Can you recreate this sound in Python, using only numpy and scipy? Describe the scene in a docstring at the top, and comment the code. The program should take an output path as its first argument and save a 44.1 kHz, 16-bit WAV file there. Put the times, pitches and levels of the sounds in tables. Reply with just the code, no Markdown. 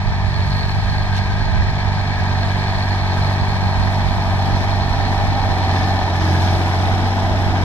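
"""A six-cylinder diesel tractor draws nearer, pulling a disc harrow over stubble; a breeze rumbles on
the microphone ports throughout. It starts head-on: the exhaust drones at the firing rate, the block
knocks, injectors snap, discs hiss through straw. Each bite of the discs slows the crank and the
governor adds fuel. Straw rustles at 1.2 s. From 3.5 s the gear whine grows; from 4 s loose steel
clinks and grit scrapes. The engine sags deepest near 6.2 s and ends close by, almost side-on."""
import sys
import numpy as np
from scipy import signal
from scipy.fft import rfft, irfft
from scipy.io import wavfile
from scipy.ndimage import uniform_filter1d, map_coordinates

SR = 44100
rng = np.random.default_rng(int(sys.argv[2]) if len(sys.argv) > 2 else 0)


def generate_wav(sig):
    """Save sig (samples, or channels by samples) to the path in sys.argv[1] as 16-bit PCM at SR."""
    pcm = np.round(np.clip(np.atleast_2d(sig).T, -1, 1) * 32767).astype(np.int16)
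    wavfile.write(sys.argv[1], SR, pcm)


N = 336924
TIME = np.arange(N) / SR
HZ = np.maximum(np.arange(N // 2 + 1) * SR / N, 1)
CYLINDERS = 6  # firings per engine cycle (two crank turns)


def exhaust(cycle, turn, effort_hz, waver_db=2.05, load_db_per_hz=0.56):
    """Low lines locked to the crank, louder with more fuel; all but the firing line waver."""
    # Each row: cycle multiple, head-on dB, side-on dB. 6 is the firing rate, 3 one manifold.
    orders = [(3, -25, -18), (6, 1.5, 3.5), (9, -6.5, -14), (10, -32, -13), (11, -38, -21),
              (12, -12.5, -13), (13, -34, -18.5), (15, -25.5, -16.5), (16, -49, -26), (17, -36.5, -34),
              (20, -51, -35), (21, -30.5, -17), (23, -37, -25), (24, -22.5, -22.5), (27, -23.5, -25),
              (28, -55, -20), (30, -31.5, -42), (33, -37, -38)]
    # Stack resonances lift lines that slide into them. Each row: centre in Hz, width in Hz, gain in dB.
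    stack = [(191.8, 11, 3), (238.9, 15.4, 6.5), (313.3, 12, 11.5)]
    # Drone in light soil. Each row: time in seconds, relative level in dB.
    drone = [(0, -21.5), (1.2, -20.5), (2.05, -21.5), (2.3, -20), (2.7, -20.5), (3.05, -18.5), (3.3, -18.5),
             (3.55, -20.5), (3.8, -20), (4.15, -20.5), (4.45, -19.5), (4.75, -20.5), (5.3, -21), (5.9, -20),
             (6.05, -22.5), (6.27, -19), (6.55, -21), (7.2, -20.5), (7.64, -18.5)]
    cycle_hz = np.gradient(cycle) * SR
    lines = 0
    for multiple, front_db, side_db in orders:
        phase = rng.random() * (multiple % (CYLINDERS // 2) > 0)  # manifold lines stay in step
        line = np.sin(2 * np.pi * (multiple * cycle + phase))
        stack_db = sum(db / (1 + (2 * (multiple * cycle_hz - hz) / width_hz) ** 2)
                       for hz, width_hz, db in stack)
        gain = from_db(stack_db + waver_db * drift(9.2) * (multiple != CYLINDERS))
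        facing = (1 - turn) * from_db(front_db) + turn * from_db(side_db)
        lines = lines + line * gain * facing
    drone_db = in_time(drone)[0] + load_db_per_hz * effort_hz
    channel_db = [[-3.5], [-3.35]]
    return np.sqrt(2) * lines * from_db(drone_db) * from_db(channel_db)


def block(cycle, repeat_hz=2400, valve_hz=2600, valve_lead_cycles=0.019):
    """Spectra of the shaking block and its scattered clatter: combustion knocks low, valves tick high."""
    # Each entry: one cylinder's knock in dB, in firing order.
    knock_db = [-1, 2.2, -0.3, -1.2, -1.4, 1]
    # Each entry: one cylinder's valve and injector tick in dB.
    tick_db = [2.4, 0.77, 2.1, 2.1, 0.44, 0.44]
    # Direct sound of the block. Each row: frequency in Hz, density in dB.
    block_spectrum = [(270, -0.5), (430, -11.5), (500, -12.5), (630, -2), (790, -0.2), (1000, -6),
                      (1120, -13), (1800, -9), (3000, -21.5), (4300, -17), (6000, -27), (8000, -40.5),
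                      (14500, -71)]
    # Clatter scattered by cab, wheels and ground. Each row: frequency in Hz, density in dB.
    scatter_spectrum = [(200, -50), (400, -14.5), (800, -19), (1400, -16), (2000, -25), (3000, -20),
                        (4200, -18.5), (5500, -30.5), (7500, -39), (14500, -70)]
    period = int(N / cycle[-1])
    one_cycle = unit(irfft(np.exp(2j * np.pi * rng.random(period // 2 + 1)), period))  # flat spectrum
    repeating = map_coordinates(one_cycle, [cycle % 1 * period], order=3, mode="grid-wrap")
    repeat_share = 0.62 * below(repeat_hz, order=2) * (1 - below(570, order=4))
    shake = filtered(repeating, np.sqrt(repeat_share))
    shake += filtered(rng.standard_normal(N), np.sqrt(1 - repeat_share))
    knocks = unit(firing_bursts(cycle, knock_db, decay=0.42, floor=2.4))
    ticks = unit(firing_bursts(cycle + valve_lead_cycles, tick_db, decay=1.0, floor=0.87))
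    low = below(valve_hz, order=6)
    direct = (rfft(shake * knocks) * low + rfft(shake * ticks) * (1 - low)) * colour(block_spectrum)
    scattered = rfft(rng.standard_normal((2, N)) * ticks) * colour(scatter_spectrum)
    return direct, scattered


def firing_bursts(cycle, pattern_db, decay, floor, rise=0.082, uneven_db=0.5):
    """Envelope of unequal firings above a floor; rise and decay in firing periods."""
    firing = cycle * CYLINDERS
    number, age = firing.astype(int), firing % 1
    chance_db = uneven_db * rng.standard_normal(number[-1] + 1)
    strength_db = np.take(pattern_db, number, mode="wrap") + chance_db[number]
    burst = np.minimum(age / rise, np.exp((rise - age) / decay))
    return uniform_filter1d(from_db(strength_db), size=90) * (floor + burst)


def panels(spectrum, turn):
    """Different ringing sheets of metal face the listener as the tractor comes round."""
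    # Bonnet, sump and covers. Each row: centre in Hz, width in Hz, head-on dB, side-on dB.
    modes = [(666.4, 28, -1, 3.5), (840, 240, 1, 1), (922, 160, 4, -3), (1183, 146, 4, -2),
             (1454, 52, 1.5, 10.5), (1610, 144, -6.5, -9), (1833, 90, 4, -3), (2350, 240, 4, -0.5),
             (2780, 220, -8.5, -4.5), (4280, 174, -0.5, -1), (3330, 520, 4, 5.5), (4600, 400, -15, -14),
             (5360, 1050, 2.5, 5.5), (5860, 250, -3.5, 0.5)]
    front = resonant([(hz, width_hz, db) for hz, width_hz, db, _ in modes])
    side = resonant([(hz, width_hz, db) for hz, width_hz, _, db in modes])
    return (1 - turn) * irfft(front * spectrum, N) + turn * irfft(side * spectrum, N)


def approach(sound, effort_hz):
    """Boom and knock outgrow the clatter as the engine's side comes into view; all rise with effort."""
    # Engine in light soil. Each row: time in seconds, then relative boom, knock and clatter in dB.
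    radiated = [(0.0, -44, -31.5, -34.5), (1.4, -39, -30.5, -33), (2.6, -37, -28, -32),
                (4.3, -35.5, -25.5, -32.5), (5.7, -30.5, -24.5, -31.5), (6.4, -32, -24, -32.5),
                (7.64, -31.5, -23.5, -32)]
    boom_db, knock_db, clatter_db = in_time(radiated)
    under_boom, under_knock = below(220, order=8), below(520, order=12)
    under_clatter = below(1300, order=12)
    boom = unit(filtered(sound, under_knock * (1 - under_boom)))
    knock = unit(filtered(sound, under_clatter - under_knock))
    clatter = unit(filtered(sound, 1 - under_clatter))
    return (from_db(boom_db - 1.5 + 0.23 * effort_hz) * boom
            + from_db(knock_db + 0.1 * effort_hz) * knock
            + from_db(clatter_db - 1.78 + 0.35 * effort_hz) * clatter)


def injectors(cycle, lag_firings=0.75, jitter_s=0.0007, cluster_db=2, valve_db=-3.5, fall_per_s=0.004):
    """Each firing snaps an injector and a valve seats soon after; the ticks come in loose clusters."""
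    # Each entry: one injector's snap in dB, in firing order.
    pattern_db = [5.5, 2.5, 5.5, 3, 5, 1]
    # Metal rung by the snaps. Each row: frequency in Hz, left dB, right dB, t60 in seconds.
    modes = [(2570, -9, -6, 0.009), (3780, -20, -4, 0.011), (4190, 4, 4, 0.019), (4400, -8, 1.5, 0.011),
             (4740, -2, -8, 0.009)]
    # Snaps fade as the front turns away. Each row: time in seconds, level in dB.
    ticking = [(0, -42.5), (0.22, -41), (0.4, -36), (0.88, -36), (1.1, -38.5), (1.45, -39.5), (1.75, -42),
               (2.05, -38), (2.3, -38.5), (2.52, -36), (3.1, -36.5), (3.8, -38), (4.25, -40), (4.55, -37.5),
               (5.1, -36.5), (5.8, -38), (6.4, -39), (6.9, -44), (7.64, -48)]
    fired = np.flatnonzero(np.diff(np.floor(cycle * CYLINDERS - lag_firings)))
    snap_db = np.resize(pattern_db, len(fired)) + cluster_db * drift(21)[fired]
    snap_s = fired / SR + jitter_s * rng.standard_normal(len(fired))
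    valve_s = snap_s + rng.uniform(0.002, 0.008, len(fired))
    blow_s, blow_db = np.append(snap_s, valve_s), np.append(snap_db, snap_db + valve_db)
    pitch = 1 - fall_per_s * (blow_s - TIME.mean())  # sinks as the tractor comes round
    rings = struck(blow_s, blow_db, modes, pitch=pitch)
    return from_db(in_time(ticking)[0]) * rings / rings.std()


def hollow_ring(clatter, width_hz=75, wobble_hz=12, right_db=-2, right_lag_ms=0.053):
    """Clatter through one narrow resonance that shifts as the tractor comes round."""
    # Path of the resonance. Each row: time in seconds, centre in Hz, level in dB.
    path = [(0, 1708, -44), (1.2, 1620, -38), (2.2, 1660, -37.5), (3.3, 1640, -38.5), (4.1, 1651, -43),
            (4.9, 1800, -45), (5.8, 1740, -37), (6.2, 1750, -37), (6.45, 1660, -36), (6.8, 1630, -52),
            (7.64, 1630, -40)]
    hz, db = in_time(path)
    carrier = np.exp(2j * np.pi * np.cumsum(hz + wobble_hz * drift(7)) / SR)
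    pole = np.exp(-2 * np.pi * width_hz / SR)
    left = signal.lfilter([1], [1, -2 * pole, pole * pole], clatter / carrier) * carrier
    right = left * np.exp(-2j * np.pi * hz * right_lag_ms / 1000) * from_db(right_db)
    return from_db(db) * unit(np.array([left.real, right.real]))


def gears(cycle, turn, whine_teeth_per_cycle=50, flutter_db=2.5, backlash_rad=0.12):
    """Meshing teeth growl and one mesh sings out; all flutter at random in level and phase."""
    # Growl lines. Each row: cycle multiple, head-on dB, side-on dB.
    growl = [(39, -49, -47), (45, -47, -48), (48, -44, -37), (51, -45, -40), (57, -45, -42), (58, -46, -44),
             (63, -48, -50)]
    # Timing gear whine. Each row: time in seconds, level in dB.
    whine = [(0, -47), (3.1, -42), (3.5, -34), (4.05, -36), (4.4, -30.5), (5.0, -30), (5.4, -28),
             (5.68, -30), (5.85, -24), (6.08, -33), (6.6, -35), (7.0, -31), (7.64, -35)]
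    lines = [(multiple, front_db + turn * (side_db - front_db)) for multiple, front_db, side_db in growl]
    lines.append((whine_teeth_per_cycle, in_time(whine)[0]))
    sound = 0
    for multiple, db in lines:
        gain = from_db(db + flutter_db * drift(26))
        phase_rad = 2 * np.pi * (multiple * cycle + rng.random()) + backlash_rad * drift(25)
        sound = sound + gain * np.sin(phase_rad)
    return np.sqrt(2) * sound


def drag_hz(lag_s=0):
    """Firing rate lost as the discs bite into heavy ground; negative when they skip free."""
    # Each row: peak time in seconds, sag in Hz, build-up in seconds, recovery in seconds.
    bites = [(0.278, 2.5, 0.12, 0.3), (1.351, -1.88, 0.11, 0.12), (1.68, 1.37, 0.11, 0.13),
             (2.331, 2.5, 0.41, 0.37), (3.1, 3.5, 0.24, 0.18), (3.75, 2.5, 0.24, 0.26),
             (4.4, 2.5, 0.42, 0.35), (4.951, 2.5, 0.23, 0.31), (5.65, 4, 0.35, 0.57),
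             (6.189, 7, 0.24, 1.12), (6.78, 0.72, 0.28, 0.15), (7.53, 2.5, 0.5, 0.28)]
    return sum(sag_hz * np.interp(TIME - lag_s, [s - build_s, s, s + recovery_s], [0, 1, 0])
               for s, sag_hz, build_s, recovery_s in bites)


def disc_work_db(soil_lag_s=0.17, load_db_per_hz=0.5):
    """Level of the working discs; thrown soil lifts it just after each bite."""
    # Discs in straw and light soil. Each row: time in seconds, level in dB.
    cutting = [(0.0, -65), (0.6, -58.5), (1.8, -64), (2.6, -59.5), (3.9, -57.5), (5.4, -58), (5.8, -56.5),
               (6.05, -59), (6.4, -54.5), (7.0, -57.5), (7.64, -57.5)]
    return in_time(cutting)[0] + load_db_per_hz * drag_hz(soil_lag_s)


def harrow(snaps_per_s=1400, snap_db=-11, clump_db=1.1, clump_hz=25):
    """Stalks snap at random over the smooth hiss of sliding soil, swelling in clumps."""
    # Hiss of straw and soil. Each row: frequency in Hz, density in dB.
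    straw = [(600, -30), (3000, -1), (5400, 5), (7000, 1), (9000, 0), (12000, -2), (14000, -3), (15500, -9)]
    snaps = grains(snaps_per_s, spread_db=6, max_db=24)
    soil = rng.standard_normal((2, N))
    hiss = filtered(unit(soil) + from_db(snap_db) * unit(snaps), colour(straw))
    top = filtered(hiss.mean(0), 1 - below(8000, order=16))
    top_db = disc_work_db() + clump_db * drift(clump_hz)  # level above 8 kHz
    return from_db(top_db) * hiss / top.std()


def scrapes(grains_per_s=1800):
    """Grit crunches against the steel discs in short swells of separate grains."""
    # Gritty clods. Each row: peak time in seconds, level in dB, Gaussian sigma in seconds.
    clods = [(4.598, -45, 0.071), (5.808, -41.5, 0.085), (6.25, -42, 0.091), (6.46, -39.5, 0.048),
             (6.86, -48, 0.062), (7.414, -51, 0.048)]
    # Grit on steel. Each row: frequency in Hz, density in dB.
    grit = [(1500, -29), (2800, -17), (3500, 9), (4300, -13), (4650, 2), (5350, 8.5), (5900, -3),
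            (6250, 3.5), (7000, -21), (14000, -42)]
    crunch = filtered(grains(grains_per_s, spread_db=4.5, max_db=13.5), colour(grit))
    return sum(swells(clods)) * unit(crunch)


def rattles(per_s=45, above_hiss_db=20.5, spread_db=2):
    """Loose steel on the harrow jingles as hard as the discs work, with a few louder clinks."""
    # Clinks of loose discs and links. Each row: start in seconds, level in dB.
    clinks = [(4.085, -27), (5.662, -27), (5.762, -27), (6.42, -28), (6.475, -24.5), (6.55, -28),
              (6.854, -26), (6.886, -25.5), (7.373, -25.5)]
    # Disc modes. Each row: frequency in Hz, left dB, right dB, t60 in seconds.
    modes = [(2300, -6, -9, 0.025), (2750, -8, -6, 0.02), (3080, -8, -9, 0.035), (3620, -5, 0, 0.03),
             (3800, -6, -2, 0.025), (4650, -5, -8, 0.015), (5300, -6, -14, 0.015)]
    jingle_s = np.sort(rng.uniform(0, TIME[-1], int(per_s * TIME[-1])))
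    jingle_db = np.interp(jingle_s, TIME, disc_work_db()) + above_hiss_db
    jingle_db += spread_db * rng.uniform(-1, 1, len(jingle_s))
    jingle = struck(jingle_s, jingle_db, modes, scatter=0.025)
    clink_s, clink_db = np.transpose(clinks)
    return jingle + struck(clink_s, clink_db, modes, uneven_db=5)


def rustle():
    """A short crunch of dry straw close by."""
    # Each row: peak time in seconds, level in dB, Gaussian sigma in seconds.
    crunches = [(1.174, -34, 0.015)]
    # Dry straw. Each row: frequency in Hz, density in dB.
    spectrum = [(800, 0), (2500, 4), (4000, 5), (6000, -1), (8000, -13), (13000, -21), (15000, -29)]
    return sum(swells(crunches)) * unit(filtered(rng.standard_normal((2, N)), colour(spectrum)))


def breeze(lumpy_db=1.05, gain_db=4, windward_db=5):
    """Gusts ride on a steady breeze; eddies buffet each port separately, the windward right harder."""
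    # Steady breeze. Each row: time in seconds, relative level in dB.
    steady = [(0.0, -29.5), (1.5, -26.5), (2.6, -31), (4.7, -27), (6.1, -32), (7.64, -32)]
    # Gusts. Each row: peak time in seconds, relative level in dB, Gaussian sigma in seconds.
    gusts = [(0.093, -22, 0.027), (0.267, -35, 0.067), (0.502, -24, 0.05), (0.98, -27.5, 0.054),
             (1.248, -39, 0.027), (1.59, -24, 0.055), (3.425, -26.5, 0.024), (3.66, -24.5, 0.018),
             (3.793, -31, 0.028), (4.056, -30, 0.044), (4.56, -27.5, 0.036), (5.29, -30, 0.031),
             (6.531, -30, 0.094), (7.494, -25.5, 0.044)]
    # Wind rumble. Each row: frequency in Hz, density in dB.
    spectrum = [(10, -30), (20, -5), (32, 0.5), (55, 0), (80, -2), (120, -7), (180, -15), (260, -27.5),
                (450, -48.5), (1500, -81)]
    strength = np.linalg.norm([from_db(in_time(steady)[0])] + swells(gusts), axis=0)
    eddies = rng.standard_normal((2, N)) * from_db(lumpy_db * np.array([drift(3.6), drift(11)]))
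    balance = from_db([[-windward_db / 2], [windward_db / 2]])
    return from_db(gain_db) * strength * unit(filtered(eddies, colour(spectrum)) * balance)


def ports(right_lag_ms=0.088):
    """Response of the two microphone ports to direct sound, which reaches the right one later."""
    # Peaks and notches of each port. Each row: centre in Hz, width in Hz, gain in dB.
    left = [(1373, 130, -11.5), (1587, 120, 13.5), (1847, 175, -20), (2160, 390, 8), (4030, 700, -5.5),
            (4820, 160, 9.5), (5430, 250, 5.5)]
    right = [(546, 25.4, -31.5), (1290, 107, 9), (1457, 244, -18), (1916, 1720, 9.5), (2450, 100, -6),
             (2440, 290, 6), (3110, 426, -38), (4100, 750, 6.5), (6030, 660, -12)]
    delay = np.exp(-2j * np.pi * HZ * right_lag_ms / 1000)
    return np.array([resonant(left), resonant(right) * delay])


def treble_colour(sound):
    """Narrow peaks and dips colour the treble, differently on each side."""
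    # Peaks and dips on each side. Each row: centre in Hz, width in Hz, gain in dB.
    left = [(2800, 300, 2.5), (3620, 420, -4.5), (4570, 300, 5), (5400, 300, -1)]
    right = [(2330, 160, -6), (2640, 350, 4.5), (3290, 350, -4.5), (3720, 250, 1.5), (4000, 150, -4),
             (4400, 350, 2.5), (4930, 200, -4.5), (5500, 700, -3), (6650, 300, -4), (7080, 350, 4),
             (7480, 250, -3)]
    return filtered(sound, np.array([resonant(left), resonant(right)]))


def struck(start_s, db, modes, pitch=1, scatter=0.011, uneven_db=4.5, rise_s=0.0004, right_lag_ms=0.078):
    """Blows ring metal modes; each blow gives each mode its own strength and a slight detuning."""
    age_s = np.arange(int(1.2 * max(t60_s for *_, t60_s in modes) * SR)) / SR
    index = (np.clip(start_s, 0, None)[:, None] * SR).astype(int) + np.arange(len(age_s))
    out = np.zeros((2, N))
    for hz, left_db, right_db, t60_s in modes:
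        detune, left, right, both = rng.standard_normal((len(start_s), 4)).T
        ring_hz = hz * pitch * (1 + scatter * detune)
        for side, (port_db, own) in enumerate([(left_db, left), (right_db, right)]):
            heard_s = np.maximum(age_s - side * right_lag_ms / 1000, 0)
            envelope = from_db(-60 * heard_s / t60_s) * (1 - np.exp(-heard_s / rise_s))
            rings = np.sin(2 * np.pi * np.outer(ring_hz, heard_s)) * envelope
            gain = from_db(db + port_db + uneven_db * (both + own) / 2)
            out[side] += np.bincount(index.ravel(), (gain[:, None] * rings).ravel(), N)[:N]
    return out


def grains(per_s, spread_db, max_db):
    """Random stereo impulses, most small, a few large."""
    sizes = from_db(np.minimum(spread_db * rng.exponential(1, N), max_db))
    return (rng.random(N) < per_s / SR) * sizes * rng.standard_normal((2, N))


def swells(rows):
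    """One Gaussian envelope per row."""
    return [from_db(db) * np.exp(-0.5 * ((TIME - s) / sigma_s) ** 2) for s, db, sigma_s in rows]


def drift(rate_hz, hop=64):
    """Slow random wander, rms 1."""
    lowpass = signal.butter(2, rate_hz, fs=SR / hop, output="sos")
    slow = signal.sosfilt(lowpass, rng.standard_normal(N // hop + 502))[500:]
    return np.interp(np.arange(N) / hop, np.arange(len(slow)), unit(slow))


def resonant(resonances):
    """Complex response of a chain of peaks and notches."""
    response = 1
    for hz, width_hz, db in resonances:
        root_gain = from_db(db / 2)
        detune = 1j * (HZ ** 2 - hz ** 2) / (HZ * width_hz)
        response = response * (detune + root_gain) / (detune + 1 / root_gain)
    return response


def colour(points):
    """Gain at every frequency from (Hz, dB) points."""
    hz, db = np.transpose(points)
    return from_db(np.interp(np.log(HZ), np.log(hz), db))


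def below(edge_hz, order):
    """Low-pass gain; one minus it is the matching high-pass."""
    return 1 / (1 + (HZ / edge_hz) ** order)


def filtered(x, gain):
    """Apply a frequency response."""
    return irfft(rfft(x) * gain, N)


def in_time(rows):
    """Each column of a curve at every sample."""
    s, *columns = np.transpose(rows)
    return [np.interp(TIME, s, column) for column in columns]


def from_db(db):
    """Decibels to gain."""
    return 10 ** (np.asarray(db) / 20)


def unit(x):
    """Scale so that the mean of the channels has rms 1."""
    return x / np.sqrt(np.mean(np.atleast_2d(x).mean(0) ** 2) + 1e-20)


def scene(free_firing_hz=97.18, fall_hz_per_s=0.06, governor_lag_s=0.16):
    """Disc drag slows the crank, which drives exhaust, gears and block; the governor adds fuel."""
    # Heading of the tractor. Each row: time in seconds, turn from 0 (head-on) to 1 (side-on).
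    heading = [(0, 0.017), (3.2, 0.2), (4.6, 0.46), (5.6, 0.4), (6.3, 0.65), (7.1, 0.9), (7.64, 0.78)]
    turn = in_time(heading)[0]
    firing_hz = free_firing_hz - fall_hz_per_s * TIME - drag_hz()
    effort_hz = drag_hz(governor_lag_s)
    cycle = np.cumsum(firing_hz) / SR / CYLINDERS
    direct, scattered = block(cycle)
    knocking = approach(panels(direct * ports() + scattered, turn), effort_hz)
    engine = exhaust(cycle, turn, effort_hz) + gears(cycle, turn) + knocking
    metal = injectors(cycle) + hollow_ring(irfft(scattered[0], N))
    return treble_colour(engine + metal + harrow() + scrapes() + rattles()) + rustle() + breeze()


def record(dry, right_edge_hz=12300, cutoff_hz=15500, fade_s=0.002):
    """The right microphone is duller than the left; the top is cut steeply."""
    microphones = np.array([np.ones_like(HZ), below(right_edge_hz, order=16)])
    fades = np.minimum(1, np.minimum(TIME, TIME[::-1]) / fade_s)
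    return filtered(dry * fades, microphones * below(cutoff_hz, order=120))


dry = scene()
out = record(dry)
generate_wav(out)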